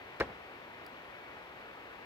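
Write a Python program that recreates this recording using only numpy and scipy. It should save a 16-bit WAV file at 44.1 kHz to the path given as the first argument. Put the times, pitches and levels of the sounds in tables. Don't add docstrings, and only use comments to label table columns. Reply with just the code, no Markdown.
import sys
import numpy as np
from scipy import signal
from scipy.fft import rfft, irfft
from scipy.io import wavfile
from scipy.ndimage import uniform_filter1d

SR = 44100
rng = np.random.default_rng(int(sys.argv[2]) if len(sys.argv) > 2 else 0)


def nominal_scale(level):
    x = np.asarray(level, float) / 20
    return 10 ** x


def file_out(sig):
    cols = np.atleast_2d(sig).T
    lim = np.clip(cols, -1, 1)
    pcm = np.round(lim * 32767).astype(np.int16)
    wavfile.write(sys.argv[1], SR, pcm)


N = 90404


def evened(x):
    return x / np.sqrt(np.mean(x ** 2) + 1e-20)


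def read(points, hz):
    f, value = np.transpose(points)
    return np.interp(np.log(hz + 1), np.log(f + 1), value)


def since(start_s):
    return np.maximum(np.arange(N) / SR - start_s, 0)


def ring(start_s, level_db, pitch_hz, t60_s, rise_s):
    t = since(start_s)
    decay = nominal_scale(level_db - 60 * t / t60_s)
    rise = 1 - np.exp(-t / rise_s)
    return -decay * rise * np.sin(2 * np.pi * pitch_hz * t)


def panned(difference_db):
    return nominal_scale([[difference_db / 2], [-difference_db / 2]])


def hiss(colour, same):
    mono_below_hz = 500
    a, b = rfft(rng.standard_normal((2, N)))
    hz = np.fft.rfftfreq(N, 1 / SR)
    same = 1 - (1 - same) * hz ** 2 / (hz ** 2 + mono_below_hz ** 2)
    right = same * a + np.sqrt(1 - same ** 2) * b
    return evened(irfft(np.array([a, right]) * nominal_scale(read(colour, hz)), N))


def wash():
    # hz, level_db (per Hz)
    colour = [(25, -15), (60, -6.5), (200, -6.5), (400, 0), (2300, -4), (4500, -21.5), (7000, -35.5),
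              (16000, -49.5)]
    # hz, likeness (0 to 1)
    likeness = [(60, 0.98), (250, 0.91), (600, 0.42), (1400, 1), (3000, 0.32), (6000, 0.26), (12000, .05)]
    # hz, lead_rad
    lead = [(200, 0.0), (520, -0.7), (1120, 1.5), (1890, 2), (3190, 4), (5340, 7.5)]
    # hz, difference_db
    balance = [(60, 0), (150, 2), (380, -0.5), (950, 3), (2380, 3.5), (5980, 5.5), (15000, -3.5)]
    wash_db, swell_db, patch_db = -49, 0.28, 0.1

    frames, hz = N // 256 + 5, np.fft.rfftfreq(1024, 1 / SR)
    a, b, c, d, patches = rng.standard_normal((frames, 513, 5)).T
    patches = uniform_filter1d(patches, size=10, axis=0)
    patches = evened(uniform_filter1d(patches, size=12, axis=1))
    swell = evened(uniform_filter1d(rng.standard_normal(frames), size=24))

    same = np.clip(read(likeness, hz), 0, 1)[:, None]
    left = a + 1j * b
    delayed = left * np.exp(-1j * read(lead, hz))[:, None]
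    right = same * delayed + np.sqrt(1 - same ** 2) * (c + 1j * d)
    pan = nominal_scale(read(balance, hz) / 2)[:, None]
    level_db = read(colour, hz)[:, None] + patch_db * patches + swell_db * swell
    z = np.array([left * pan, right / pan]) * nominal_scale(level_db)
    return nominal_scale(wash_db) * evened(signal.istft(z, nperseg=1024, noverlap=768)[1][:, :N])


def bird():
    # start_s, length_s, level_db, start_hz, end_hz
    whistles = [
        (1.12, .02, -63, 2450, 2450),
        (1.16, .18, -62, 2300, 2230),
        (1.605, .025, -62, 2400, 2400),
        (1.64, .02, -63, 2600, 2600),
        (1.68, .09, -65, 2280, 2260),
    ]
    out = np.zeros(N)
    waver = 1 + 0.4 * evened(uniform_filter1d(rng.standard_normal(N), size=300))
    for start_s, length_s, level_db, start_hz, end_hz in whistles:
        u = np.minimum(since(start_s) / length_s, 1)
        phase = 2 * np.pi * np.cumsum(start_hz + (end_hz - start_hz) * u) / SR
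        out += nominal_scale(level_db) * np.sin(np.pi * u) ** 0.7 * np.sin(phase)
    return np.sqrt(2) * out * waver * panned(3)


def twig():
    # start_s, level_db
    ticks = [
        (.8495, -62),
        (.8641, -47),
        (.8680, -61),
        (.887, -65),
    ]
    # pitch_hz, level_db, t60_s
    modes = [(2300, -7, .03), (4800, 11, .006), (10300, 2, .005), (12600, 5, .005), (14500, -1, .004)]
    # hz, level_db (per Hz)
    splinters = [(2000, -20), (4500, 0), (8000, -1), (13000, 0), (16000, -2)]
    rise_s, dust_db, dust_t60_s = 0.0008, -3, 0.011

    snaps, puffs = np.zeros(N), np.zeros(N)
    for start_s, tick_db in ticks:
        for pitch_hz, level_db, t60_s in modes:
            snaps += ring(start_s, tick_db + level_db, pitch_hz, t60_s, rise_s)
        t = since(start_s)
        puffs += (1 - np.exp(-t / rise_s)) * nominal_scale(tick_db + dust_db - 60 * t / dust_t60_s)
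    return (snaps + puffs * hiss(splinters, 0.82)) * panned(3)


def wall_echo():
    # hz, level_db (per Hz)
    colour = [(40, -16), (70, 2), (130, -3.5), (500, -0.5), (1000, -4), (2300, -16), (6000, -55)]
    wall_db, centre_s, spread_s = -45.5, 0.297, 0.016
    swell = np.exp(-0.5 * ((np.arange(N) / SR - centre_s) / spread_s) ** 2)
    return nominal_scale(wall_db) * swell * hiss(colour, 0.29)


def garden_scatter():
    # hz, level_db (per Hz)
    colour = [(60, -5.5), (200, 4.5), (500, 2), (1500, -4.5), (3000, -14), (6000, -29), (9000, -38),
              (16000, -48)]
    scatter_db, t60_s, rise_s = -31.5, 0.19, 0.0033
    t = since(0.2004)
    return (1 - np.exp(-t / rise_s)) * nominal_scale(scatter_db - 60 * t / t60_s) * hiss(colour, 0.36)


def tearing_fibres():
    # hz, level_db (per Hz)
    colour = [(200, -16), (1000, 4), (2500, -8), (4500, -7), (6000, -21), (9000, -30.5), (16000, -32)]
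    start_s, hold_s = 0.2004, 0.0024
    crunch_db, t60_s = -38.5, 0.023
    decay = nominal_scale(crunch_db - 60 * since(start_s + hold_s) / t60_s)
    return (since(start_s) > 0) * decay * hiss(colour, 1)


def knocks(lag_s):
    # start_s, level_db, pitch_hz, t60_s
    blows = [(.2004, -32, 1500, .008), (.2005, -45, 5300, .01), (.2005, -53, 8800, .004),
             (.2006, -52, 14000, .007), (.2013, -32, 480, .035), (.2043, -31, 470, .04),
             (.2016, -36, 2400, .014), (.2010, -44, 3900, .012), (.2045, -33, 2100, .014),
             (.2054, -36, 4200, .018), (.2058, -29, 2000, .008), (.2058, -36, 5050, .012),
             (.2066, -32, 880, .012), (.2076, -31, 385, .025), (.2085, -33, 260, .03),
             (.2078, -16, 1200, .0055), (.2096, -23, 1950, .009), (.2102, -21, 400, .013),
             (.2127, -24, 1620, .024), (.2132, -40, 2950, .015), (.2137, -27, 1300, .006),
             (.2165, -28, 525, .05), (.2185, -33, 1800, .02), (.2215, -38, 2200, .02),
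             (.2245, -36, 260, .03), (.2255, -48, 3900, .015), (.2275, -34, 560, .04), (.262, -53, 68, .35),
             (.289, -48, 500, .12)]
    rise_cycles = 0.15
    return sum(ring(start_s + lag_s, level_db + 2.5, pitch_hz, t60_s, rise_cycles / pitch_hz)
               for start_s, level_db, pitch_hz, t60_s in blows)


def ringing_wood(lag_s):
    # pitch_hz, level_db, t60_s
    modes = [(67.4, -45, 0.27), (108, -50, 0.033), (203, -36, 0.099), (273, -65, 0.088), (465, -27, 0.07),
             (543.5, -40, .09), (762, -29, 0.054), (834, -37, 0.092), (1093, -45, 0.18), (1430, -49, 0.036),
             (1960, -54, 0.055), (2390, -36, 0.057), (2770, -68, 0.052), (4250, -43, 0.032)]
    start_s, rise_s = 0.206, 0.004
    return sum(ring(start_s + lag_s, level_db, pitch_hz, t60_s, rise_s)
               for pitch_hz, level_db, t60_s in modes)


def axe():
    left_lag_s = 0.0001
    ports = [knocks(lag_s) + ringing_wood(lag_s) for lag_s in (left_lag_s, 0)]
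    return np.array(ports) * panned(2)


def scene():
    surroundings = wash() + bird() + twig()
    blow = axe() + tearing_fibres() + garden_scatter() + wall_echo()
    return surroundings + blow


def low_pass(x):
    return signal.sosfilt(signal.butter(12, 16390, fs=SR, output="sos"), x)


def record(dry):
    # hz, level_db (per Hz)
    mic_colour = [(1000, -1), (6000, -6), (10000, -7), (12500, -1.5), (15800, -0.5)]
    mic_hiss_db, low_cut_hz, edge_hz = -73, 44.6, 15800
    heard = dry + nominal_scale(mic_hiss_db) * hiss(mic_colour, 0.071)
    heard = signal.sosfilt(signal.butter(4, low_cut_hz, "high", fs=SR, output="sos"), heard)
    edge = signal.firwin(511, edge_hz, window=("kaiser", 9), fs=SR)
    mix = signal.oaconvolve(heard, edge[None], "same")
    return low_pass(mix)


dry = scene()
out = record(dry)
file_out(out)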